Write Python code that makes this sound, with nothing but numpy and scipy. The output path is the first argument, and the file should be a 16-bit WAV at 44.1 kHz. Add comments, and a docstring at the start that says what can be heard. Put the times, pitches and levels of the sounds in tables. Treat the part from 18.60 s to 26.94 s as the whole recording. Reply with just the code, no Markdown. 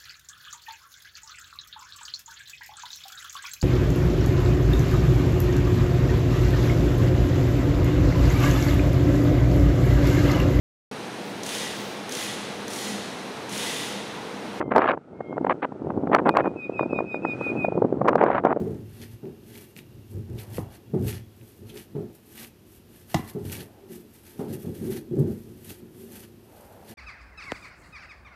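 """A small kitchen, close to the counter, where two hands turn and round a ball of dough.
Pats and pushes excite the modes of the hollow counter, which booms. Friction makes floury palms swish
and the twisting dough groan; sticky spots let go with ticks and rasps, and trapped air escapes in
an occasional smack. The room reverberates briefly over a quiet hiss, faint whines and a soft rush."""
import sys
import numpy as np
from scipy import signal
from scipy.fft import rfft, irfft
from scipy.io import wavfile
from scipy.ndimage import uniform_filter1d

SR = 44100
rng = np.random.default_rng(int(sys.argv[2]) if len(sys.argv) > 2 else 0)


def wav_out(sig):
    """Save sig, one row per channel (or a flat mono array), as 16-bit PCM at SR to the path in sys.argv[1]."""
    wavfile.write(sys.argv[1], SR, np.round(np.clip(np.atleast_2d(sig).T, -1, 1) * 32767).astype(np.int16))


N = 367779
TIME = np.arange(N) / SR


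def gain_of(db):
    """Amplitude ratio of a level in decibels."""
    return 10 ** (np.asarray(db) / 20)

def unit_rms(x):
    """Normalisation to an overall rms of 1."""
    return x / np.sqrt(np.mean(x ** 2) + 1e-20)

def smoothed(x, size):
    """Low-pass filtering by two moving averages of size samples."""
    return uniform_filter1d(uniform_filter1d(x, size), size)

def steadied(x, size=3000):
    """Normalisation to a running rms of 1, which keeps the fast flutter."""
    return x / np.sqrt(abs(smoothed(x ** 2, size)) + 1e-20)

def curve_at(points, hz):
    """Interpolation on a log-frequency axis."""
    f, value = np.transpose(points)
    return np.interp(np.log(hz + 1), np.log(f), value)

def add(mix, s, sound):
    """Superposition of a sound on the mix, from time s."""
    part = mix[max(round(s * SR), 0):][:len(sound)]
    part += sound[:len(part)]

def through(x, response):
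    """Convolution, cut to the length of the input."""
    return signal.oaconvolve(x, response)[:len(x)]

def pulse(spectrum, tilt_db=0, size=4096):
    """Minimum-phase pulse of unit energy, its spectrum tilted by tilt_db per octave."""
    hz = abs(np.fft.fftfreq(size, 1 / SR))
    db = curve_at(spectrum, hz) + tilt_db * np.log2(np.maximum(hz, 130) / 1000)
    log_gain = np.log(gain_of(np.maximum(db, -100)))
    shape = np.fft.ifft(np.exp(np.conj(signal.hilbert(log_gain)))).real[:size // 2]
    return shape / np.linalg.norm(shape)

def ring(modes, rise_s):
    """Free vibration: damped modes (f/Hz, level/dB, T60/s) with a gradual onset."""
    t = TIME[:SR // 2]
    partials = (gain_of(db - 60 * t / t60) * np.sin(2 * np.pi * hz * t) for hz, db, t60 in modes)
    return (1 - np.exp(-t / rise_s)) * sum(partials)

def grains(per_s, spread_db):
    """Shot noise: a random train of tiny slips of uneven size."""
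    size = gain_of(spread_db * np.minimum(rng.exponential(1, N), 5))
    return unit_rms(size * rng.standard_normal(N) * (rng.random(N) < per_s / SR))

def burst(decay_s, size=600):
    """Finite contact time smears a click into a short burst with a nearly flat spectrum."""
    smear = rng.standard_normal(size) * np.exp(-TIME[:size] / decay_s)
    phase = np.angle(rfft(smear, 4 * size))
    return irfft(np.exp(1j * phase))[:size] * np.exp(-TIME[:size] / (4 * decay_s))

def swell(s, db, rise_s, fall_s, roundness):
    """Envelope peaking at s, 18.5 dB down rise_s before and fall_s after; roundness 1 is pointed."""
    away = np.maximum((s - TIME) / rise_s, (TIME - s) / fall_s)
    return gain_of(db - 18.5 * away ** roundness) * (away < 3)

def swells(rows, roundness, resting_db=-np.inf):
    """Incoherent addition: swells add their power to a resting level."""
    return np.sqrt(gain_of(resting_db) ** 2 + sum(swell(*row, roundness) ** 2 for row in rows))

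def wavering(hz, width_hz):
    """Narrow-band noise: a fuzzy tone of rms 1 around a steady or moving pitch."""
    lowpass = signal.butter(2, width_hz / 2, fs=SR, output="sos")
    waver = signal.sosfilt(lowpass, rng.standard_normal(N) + 1j * rng.standard_normal(N))
    carrier = np.exp(2j * np.pi * np.cumsum(hz * np.ones(N)) / SR)
    return unit_rms((waver * carrier).real)


# Reverberation time of the kitchen: f/Hz, T60/s
REVERB_TIMES = [(100, 0.37), (400, 0.42), (1000, 0.53), (3000, 0.28), (8000, 0.18), (14000, 0.056)]
# Early reflections from counter, wall and window: delay/s, relative amplitude
REFLECTIONS = [(.0021, 0.81), (.0058, 0.29), (.0096, 0.22), (0.0162, 0.18)]
def kitchen(wet_db, echo_share):
    """Room impulse response: direct sound, reflections and a diffuse tail, shortest in the treble."""
    hz, t, noise = signal.stft(rng.standard_normal(SR // 2), SR, nperseg=256)
    decay = gain_of(-60 * t / curve_at(REVERB_TIMES, hz)[:, None])
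    tail = signal.istft(noise * decay, SR, nperseg=256)[1][:SR // 2]
    tail *= 1 - np.exp(-TIME[:len(tail)] / 0.0003)
    response = gain_of(wet_db) * tail / np.linalg.norm(tail)
    response[0] += 1
    for delay, gain in REFLECTIONS:
        add(response, delay, [echo_share * gain])
    return response


# Modes of the hollow counter: f/Hz, relative level/dB, T60/s
COUNTER_MODES = [(102, -2, .33), (130, -7, .22), (151, -3, .26), (190, -6, .26), (233, -2, .3),
                 (274, -4, .32), (338, -5, .28), (362, 0, .3), (388, -2, .28), (428, -2, .3)]
def counter(ring_db, wet_db):
    """Resonance: an impulse on the counter excites its modes as well as the room."""
    return kitchen(wet_db, echo_share=0.14) + gain_of(ring_db) * ring(COUNTER_MODES, rise_s=0.00048)


# Spectrum of the hiss: f/Hz, relative level/dB
HISS_SPECTRUM = [(30, -1), (55, -0.5), (103, 0.5), (180, -7), (350, -2), (520, -12), (1100, -19.5),
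                 (2000, -23), (2650, -20), (3500, -23), (5000, -25), (8600, -30.5), (10000, -27.5),
                 (14000, -23)]
def hiss():
    """Stationary broadband noise is heard as a quiet, even hiss."""
    return gain_of(-56) * unit_rms(through(rng.standard_normal(N), pulse(HISS_SPECTRUM)))


# Faint whines: start/s, end/s, f/Hz, bandwidth/Hz, level/dB
WHINE_BANDS = [(0, 2.6, 2772, 28, -77), (1.8, 2.9, 3333, 28, -79), (5.8, 6.9, 3320, 28, -79)]
def whines():
    """Noise confined to a narrow band is heard as a thin pitch; each fades in and out."""
    out = np.zeros(N)
    for start, end, hz, width_hz, db in WHINE_BANDS:
        whine = wavering(hz, width_hz)[:round((end - start) * SR)]
        add(out, start, gain_of(db) * whine * signal.windows.tukey(len(whine), .2))
    return out


# Soft pats: t/s, relative level/dB, tilt/(dB/octave), knock f/Hz, knock level/dB
PAT_EVENTS = [(.008, -20, 3, 406, -46), (.057, -21.5, 1.5, 440, -21.5), (.632, -27.5, 2.5, 378.3, -28),
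              (1.165, -36.5, 0.5, 393, -57), (2.338, -14, 1.5, 369.6, -17), (2.439, -27, -7, 360, -31),
              (3.352, -21.5, 3.5, 410.4, -22.5), (4.751, -22, 2.5, 406, -24), (4.852, -26.5, -6, 344, -41),
              (5.794, -21, 6.5, 427, -28.5), (5.903, -28.5, -3, 374.7, -27), (6.044, -28, 3, 362, -33),
              (6.513, -22, -6, 290, -41), (6.577, -13, -4.5, 297, -30), (6.59, -16.5, -3.5, 388, -33)]
# Spectra of a soft palm's force and of its skin settling on dough: f/Hz, relative level/dB
PALM_SPECTRUM = [(30, -15), (75, -22), (105, -9.5), (140, 8), (250, -1.5), (425, -1), (490, -14),
                 (860, -16.5), (980, -31), (1600, -12), (3000, -67), (8000, -102)]
SKIN_SPECTRUM = [(300, -18), (600, 4), (900, 9.5), (1200, -7), (2000, -7.5), (5000, -24)]
def pats():
    """Impact excitation: a palm thumps and rustles, the counter booms, the board on it knocks."""
    out, contact = np.zeros(N), np.zeros(N)
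    flesh = signal.windows.hann(55)  # soft contact is a low-pass filter
    thump_hz, lead_s = 248, .006
    phase_squared = (np.pi * thump_hz * (TIME[:round(2 * lead_s * SR)] - lead_s)) ** 2
    thump = gain_of(-0.5) * (1 - 2 * phase_squared) * np.exp(-phase_squared)  # the shove, heard directly
    t = TIME[:SR // 2]
    settling = (1 - np.exp(-t / 0.0047)) * np.exp(-t / 0.049)
    for s, db, tilt_db, knock_hz, knock_db in PAT_EVENTS:
        boom = through(counter(ring_db=-43.5, wet_db=5.5), pulse(PALM_SPECTRUM, tilt_db))
        boom = through(boom, flesh)
        boom *= gain_of(db + 23) / np.linalg.norm(boom)
        knock = ring([(knock_hz, 0, 0.19)], rise_s=0.0044)
        add(out, s - .008, gain_of(-19) * boom)  # the fingers arrive first
        add(out, s - lead_s, gain_of(db) * thump)
        add(out, s, boom)
        add(out, s + 0.00799, gain_of(knock_db) * knock)
        add(contact, s, gain_of(db - 37.5 + 2.1 * tilt_db) * settling)  # a brighter pat rustles more
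    rustle = steadied(through(grains(per_s=4000, spread_db=2), pulse(SKIN_SPECTRUM)), size=600)
    return out + contact * rustle


# Pushes: peak t/s, relative boom level/dB, relative judder level/dB, rise/s, fall/s
PUSH_EVENTS = [(0.019, -26.5, -34.5, 0.3, 0.035), (.11, -32, -38, 0.15, 0.17), (.26, -59, -42, 0.11, 0.27),
               (.43, -41, -47, 0.089, 0.064), (.55, -53, -42, 0.14, 0.043), (.685, -39, -64, 0.051, 0.088),
               (.98, -47, -53, 0.49, 0.17), (1.36, -52.5, -45, 0.16, 0.21),
               (1.567, -37.5, -31.5, 0.078, 0.12), (1.725, -37, -33, 0.073, 0.14),
               (1.935, -46.5, -36.5, 0.1, 0.07), (2.015, -41, -37, 0.074, 0.12),
               (2.45, -30, -27.5, 0.15, 0.12), (2.55, -50, -38, 0.065, 0.18),
               (2.82, -50, -45.5, 0.038, 0.053), (3.03, -45, -42.5, 0.054, 0.16),
               (3.17, -39.5, -59, 0.095, 0.065), (3.42, -34, -43.5, 0.11, 0.11),
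               (3.82, -46.5, -72, 0.14, 0.076), (4.3, -52, -67, 0.042, 0.12), (4.62, -42, -44, 0.12, 0.14),
               (4.88, -41, -36, 0.13, 0.14), (4.99, -38, -46, 0.063, 0.11), (5.32, -42, -61, 0.064, 0.21),
               (5.92, -33, -44.5, 0.17, 0.15), (6.08, -30, -38.5, 0.046, 0.094),
               (6.23, -31.5, -39.5, 0.06, 0.12), (6.309, -31, -40.5, 0.18, 0.16),
               (6.592, -26.5, -33.5, 0.082, .068), (6.669, -26, -34.5, 0.097, 0.14),
               (6.91, -45.5, -50.5, 0.27, 0.2), (7.11, -43, -48, 0.13, 0.058),
               (7.23, -42.5, -57, 0.056, 0.087), (7.47, -45.5, -60, 0.39, 0.57),
               (8.33, -44.5, -52.5, 0.11, 0.12)]
# Spectra of dough juddering, dough slipping and skin scuffing: f/Hz, relative level/dB
JUDDER_SPECTRUM = [(25, -13), (48, -23.5), (75, -17), (102, -2.5), (120, -7), (160, -23.5), (200, -19.5),
                   (500, -65.5)]
SLIP_SPECTRUM = [(60, -54.5), (105, -13), (135, -2.5), (200, 6), (360, 1), (425, -0.5), (480, -7.5),
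                 (800, -23), (1050, -37.5), (3000, -46)]
SCUFF_SPECTRUM = [(250, -26), (520, -1.5), (850, -10), (1050, -12), (1800, -10), (4000, -54)]
def pushes(roundness=1.37):
    """Stick-slip friction: pushed dough judders and keeps the counter ringing while skin scuffs it."""
    judder = steadied(through(grains(per_s=300, spread_db=1), pulse(JUDDER_SPECTRUM)), size=1600)
    slips = through(grains(per_s=300, spread_db=2), pulse(SLIP_SPECTRUM))
    boom = steadied(through(slips, counter(ring_db=-45.5, wet_db=-1.5)), size=1800)
    scuff = steadied(through(grains(per_s=1100, spread_db=0), pulse(SCUFF_SPECTRUM)))
    # Between pushes the dough still rolls a little, unevenly.
    wander_db = 0.5 * unit_rms(smoothed(rng.standard_normal(N), size=2500))
    times, boom_db, judder_db, rises, falls = zip(*PUSH_EVENTS)
    weight = swells(zip(times, judder_db, rises, falls), roundness, resting_db=-60.5 + wander_db)
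    force = swells(zip(times, boom_db, rises, falls), roundness, resting_db=-57 + wander_db)
    scuffing = force ** 0.52  # a heavy hand muffles the skin, so the scuff grows more slowly
    return gain_of(1) * judder * weight + gain_of(-1) * boom * force + gain_of(-46) * scuff * scuffing


def crackle(per_s, decay_cycles, pitches=16):
    """Damped oscillators: tiny blisters burst in the sticky dough, each ringing at its own pitch."""
    t, out = TIME[:500], np.zeros(N)
    for hz in np.geomspace(1900, 4600, pitches):
        blister = np.exp(-t * hz / decay_cycles) * np.sin(2 * np.pi * hz * t)
        out += unit_rms(through(grains(per_s / pitches, spread_db=-1), blister))
    return unit_rms(out)


def catches(per_s=45, decay_s=.012, depth=.3):
    """Amplitude modulation by stick-slip: skin catches, then tears free with a jerk."""
    onsets = 1. * (rng.random(N) < per_s / SR)
    jerks = through(onsets, np.exp(-TIME[:4000] / decay_s))
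    return steadied(1 + depth * unit_rms(jerks - jerks.mean()), size=4000)


# Hand sliding over dough: peak t/s, level/dB, rise/s, fall/s, grip (0 floury to 1 tacky)
SLIDE_EVENTS = [(.425, -49.5, 0.17, 0.12, 0.37), (.535, -54, 0.058, 0.032, 0.24),
                (.965, -47, 0.14, 0.18, 0.23), (1.178, -48, 0.027, 0.045, .1),
                (1.52, -57, 0.11, 0.1, 0.039), (1.8, -45, 0.045, 0.085, 0.32),
                (1.966, -43, 0.1, 0.08, 0.27), (2.15, -51, 0.063, 0.047, 0.57),
                (2.495, -36, 0.073, 0.054, 0.12), (2.549, -43.5, 0.081, 0.057, 1),
                (2.905, -55, 0.24, 0.16, 0.059), (3.095, -53, 0.052, 0.065, .7),
                (3.18, -44.5, 0.067, 0.082, 0.31), (3.555, -53.5, 0.037, 0.052, 0.025),
                (3.791, -46, 0.18, 0.075, 0.04), (3.839, -41, 0.12, 0.055, 0.32),
                (4.14, -51.5, 0.1, 0.082, 0.028), (4.355, -51.5, 0.084, 0.15, 0.15),
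                (4.505, -45, 0.037, 0.29, 0.24), (4.699, -41.5, 0.048, 0.026, 0.32),
                (4.935, -37.5, .11, 0.12, 0.2), (5.004, -43.5, 0.077, 0.035, 0.98),
                (5.334, -46, 0.056, 0.12, 0.11), (5.56, -52.5, 0.082, 0.12, 0.071),
                (5.674, -51.5, 0.088, 0.59, 0.26), (5.945, -43, 0.057, 0.05, 0.17),
                (6.03, -48, 0.063, 0.052, 0.041), (6.27, -47, 0.32, 0.16, 0.14),
                (6.325, -37, 0.031, 0.025, 0.26), (6.37, -41, 0.035, 0.047, 0.47),
                (6.595, -49, 0.016, 0.049, 0.029), (6.69, -54.5, 0.044, 0.5, 0.11),
                (7.105, -42.5, 0.13, 0.1, 0.11), (7.4, -50.5, 0.097, 0.31, 0.05),
                (7.565, -44, 0.099, 0.12, 0.18), (7.638, -50, 0.022, 0.04, 0.97),
                (7.971, -56, 0.2, 0.46, 0.11), (8.31, -48, 0.084, 0.069, 0.54)]
# Friction spectra of a light and of a firm touch: f/Hz, relative level/dB
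BRUSH_SPECTRUM = [(710, -57), (1200, -10), (2050, -10.5), (2340, -6.5), (3420, -4.5), (4210, -13),
                  (4910, -5.5), (6340, -6), (12600, 3.5), (14000, 3.5)]
RUB_SPECTRUM = [(350, 2), (600, 2.5), (903, 4.5), (1070, -11.5), (1180, -1), (1430, -5.5), (1700, 3),
                (2040, -0.5), (2880, -3), (5640, -2), (8710, -9), (9680, 1), (12800, -3.5), (14000, -2)]
def slides():
    """Friction noise: skin hisses finely over flour; on a tacky patch it turns fuller and crackles."""
    powers = np.array([swell(*row[:4], roundness=1.275) for row in SLIDE_EVENTS]) ** 2
    total_power = powers.sum(0) + gain_of(-85) ** 2  # the hands never quite leave the dough
    grip = np.clip([row[-1] for row in SLIDE_EVENTS], 0, 1) @ powers / total_power
    light = unit_rms(through(grains(per_s=20000, spread_db=2.5), pulse(BRUSH_SPECTRUM)))
    firm = unit_rms(through(grains(per_s=6000, spread_db=1.1), pulse(RUB_SPECTRUM)))
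    firm += gain_of(-9) * crackle(per_s=730, decay_cycles=1.9)
    stroke = (np.sqrt(1 - grip) * light + gain_of(1.5) * np.sqrt(grip) * firm) * catches()
    return np.sqrt(total_power) * unit_rms(through(stroke, kitchen(wet_db=-6.5, echo_share=0.033)))


# Tacky patches peeling off the palm: peak t/s, level/dB, rise and fall/s
PEEL_EVENTS = [(0.428, -47, 0.03), (0.953, -50.5, .03), (1.189, -51, 0.016), (1.791, -46.5, 0.015),
               (2.491, -41.5, 0.031), (3.1, -49.5, 0.013), (3.177, -47, 0.02), (3.79, -47.5, 0.024),
               (4.95, -49, 0.02), (4.964, -49, 0.014), (7.096, -51.5, .035)]
# Spectrum of their snaps: f/Hz, relative level/dB
PEEL_SPECTRUM = [(500, -46), (1400, -12), (2100, 5), (3000, 4.5), (4500, 3), (7000, -2), (14000, -25),
                 (16000, -22)]
def peels():
    """Adhesion fails bit by bit: tiny snaps and ringing blisters merge into a short, moist rasp."""
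    snaps = unit_rms(through(grains(per_s=2500, spread_db=4.5), pulse(PEEL_SPECTRUM)))
    rasp = steadied(snaps + crackle(per_s=450, decay_cycles=7), size=900)
    pull = swells([(s, db, ramp_s, ramp_s) for s, db, ramp_s in PEEL_EVENTS], roundness=1)
    return through(rasp * pull, kitchen(wet_db=-8, echo_share=0.074))


# Sticky spots letting go: t/s, relative level/dB, tilt/(dB/octave)
TICK_EVENTS = [(.438, -28, -2), (.655, -36, -6), (.983, -31, -4), (1.165, -24.5, -1), (1.1897, -22.5, -3),
               (1.973, -24, -6), (2.4812, -23, -1), (2.4932, -21, -2), (2.5277, -22, -3), (2.58, -28, -4),
               (2.813, -38, -4), (3.7782, -27, -1), (3.831, -26, 0), (3.8472, -26, -1), (4.8983, -25, 1),
               (4.9282, -17.5, 5), (4.9533, -25, -1), (4.968, -23.5, 4), (6.366, -31, 0), (7.105, -30, -2)]
# Spectrum of one tick: f/Hz, relative level/dB
TICK_SPECTRUM = [(300, -16), (1200, -14), (2000, 1), (2650, 7), (3300, -1), (5000, -6), (9000, -12),
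                 (14000, -12), (16000, -30)]
def ticks():
    """Adhesion fails all at once: tacky dough snaps free of the skin, close and dry."""
    out = np.zeros(N)
    for s, db, tilt_db in TICK_EVENTS:
        snap = through(kitchen(wet_db=-13, echo_share=.3), burst(decay_s=.0004))
        add(out, s, gain_of(db + 4) * through(snap, pulse(TICK_SPECTRUM, tilt_db)))
    return out


# Swells of a soft rush: peak t/s, level/dB, rise/s, fall/s
RUSH_SWELLS = [(1.93, -55, 0.31, 0.33), (5.08, -58.5, 0.54, 0.33), (8.08, -52, 0.26, 0.45)]
# Spectrum of the rush: f/Hz, relative level/dB
RUSH_SPECTRUM = [(250, -11.5), (500, 2), (880, 0), (1100, -11), (1500, -12.5), (2500, -23), (5000, -40)]
def rush():
    """Slow amplitude modulation of mid-range noise is heard as a rush that swells and fades."""
    noise = unit_rms(through(rng.standard_normal(N), pulse(RUSH_SPECTRUM)))
    return swells(RUSH_SWELLS, roundness=2.7) * noise


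# Smacks, with relative levels: t/s, crack level/dB, tilt/(dB/octave), pop f/Hz, pop level/dB,
# thud level/dB
SMACK_EVENTS = [(1.982, -12.5, -6.5, 484, -17, -17), (4.544, -5, 5.5, 694, -10, -9),
                (4.5463, -1.5, 3, 686, -43, -42), (4.593, -22, -12, 328, -26, -23)]
# Spectrum of the escaping air: f/Hz, relative level/dB
CRACK_SPECTRUM = [(100, -63), (330, -39), (480, -36), (700, 3), (1100, -2), (1500, -12.5), (2010, -0.5),
                  (2400, -14), (2750, -8), (3200, -15), (4700, -18), (8000, -28), (14000, -33)]
# Modes of things nearby and of the landing dough: f/Hz, relative level/dB, T60/s
CLATTER_MODES = [(802, -26, .13), (847, -29, .1), (980, -33, .09), (1022, -31, .12), (1065, -31, .11),
                 (1223, -35, .13), (1709, -43, .11), (2012, -39, .075), (2780, -42, .08)]
LUMP_MODES = [(97, -16, 0.28), (157.6, 4, 0.049), (191, -11.5, 0.081), (237, -20.5, 0.3),
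              (318.6, -6.5, 0.088)]
def smacks():
    """Cavity resonance: air cracks out and pops under the palm; things nearby ring, the dough lands."""
    out = np.zeros(N)
    room = kitchen(wet_db=-7.5, echo_share=.3)
    clatter = gain_of(-1) * ring(CLATTER_MODES, rise_s=0.0055)
    for s, crack_db, tilt_db, pop_hz, pop_db, thud_db in SMACK_EVENTS:
        crack = through(through(room, burst(decay_s=0.00093)), pulse(CRACK_SPECTRUM, tilt_db))
        add(out, s, gain_of(crack_db + 1) * (crack + clatter))
        add(out, s, gain_of(pop_db) * ring([(pop_hz, 0, .028)], rise_s=0.00046))
        add(out, s + 0.0016, gain_of(thud_db) * ring(LUMP_MODES, rise_s=0.0039))
    return out


# Twists of the dough: peak t/s, level/dB, rise/s, fall/s, f/Hz, glide/(octaves/s)
GROAN_EVENTS = [(5.33, -45.5, 0.17, 0.12, 370, -0.5), (6.3, -31.5, 0.082, 0.13, 365, -0.5),
                (6.473, -35.5, 0.028, .018, 370, 15), (6.535, -24, .04, 0.025, 337.6, 12.5),
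                (6.609, -21.5, 0.019, 0.012, 378, -1.5), (7.43, -44.5, 0.085, 0.065, 375, 1)]
def groans():
    """Stick-slip oscillation: twisting dough chatters at a rough pitch, nearly steady or sweeping up."""
    out = np.zeros(N)
    for s, db, rise_s, fall_s, hz, glide in GROAN_EVENTS:
        pitch = hz * 2 ** np.clip(glide * (TIME - s), -1, 1)
        out += swell(s, db, rise_s, fall_s, roundness=1.37) * steadied(wavering(pitch, width_hz=43))
    return out


def scene():
    """Superposition of all sources; pats, smacks and ticks are high-passed, so they sound tight."""
    highpass = signal.butter(3, 80, "high", fs=SR, output="sos")
    blows = signal.sosfilt(highpass, pats() + smacks() + ticks())
    return (blows + pushes() + groans() + slides() + peels() + hiss() + whines() + rush())[None]


def record(dry):
    """Band limiting: the microphone sheds the deepest bass, and a low-pass cuts the highest treble."""
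    highpass = signal.butter(6, 44, "high", fs=SR, output="sos")
    lowpass = signal.firwin(511, 14150, window=("kaiser", 9), fs=SR)
    return signal.oaconvolve(signal.sosfilt(highpass, dry), lowpass[None], "same")


dry = scene()
out = record(dry)
wav_out(out)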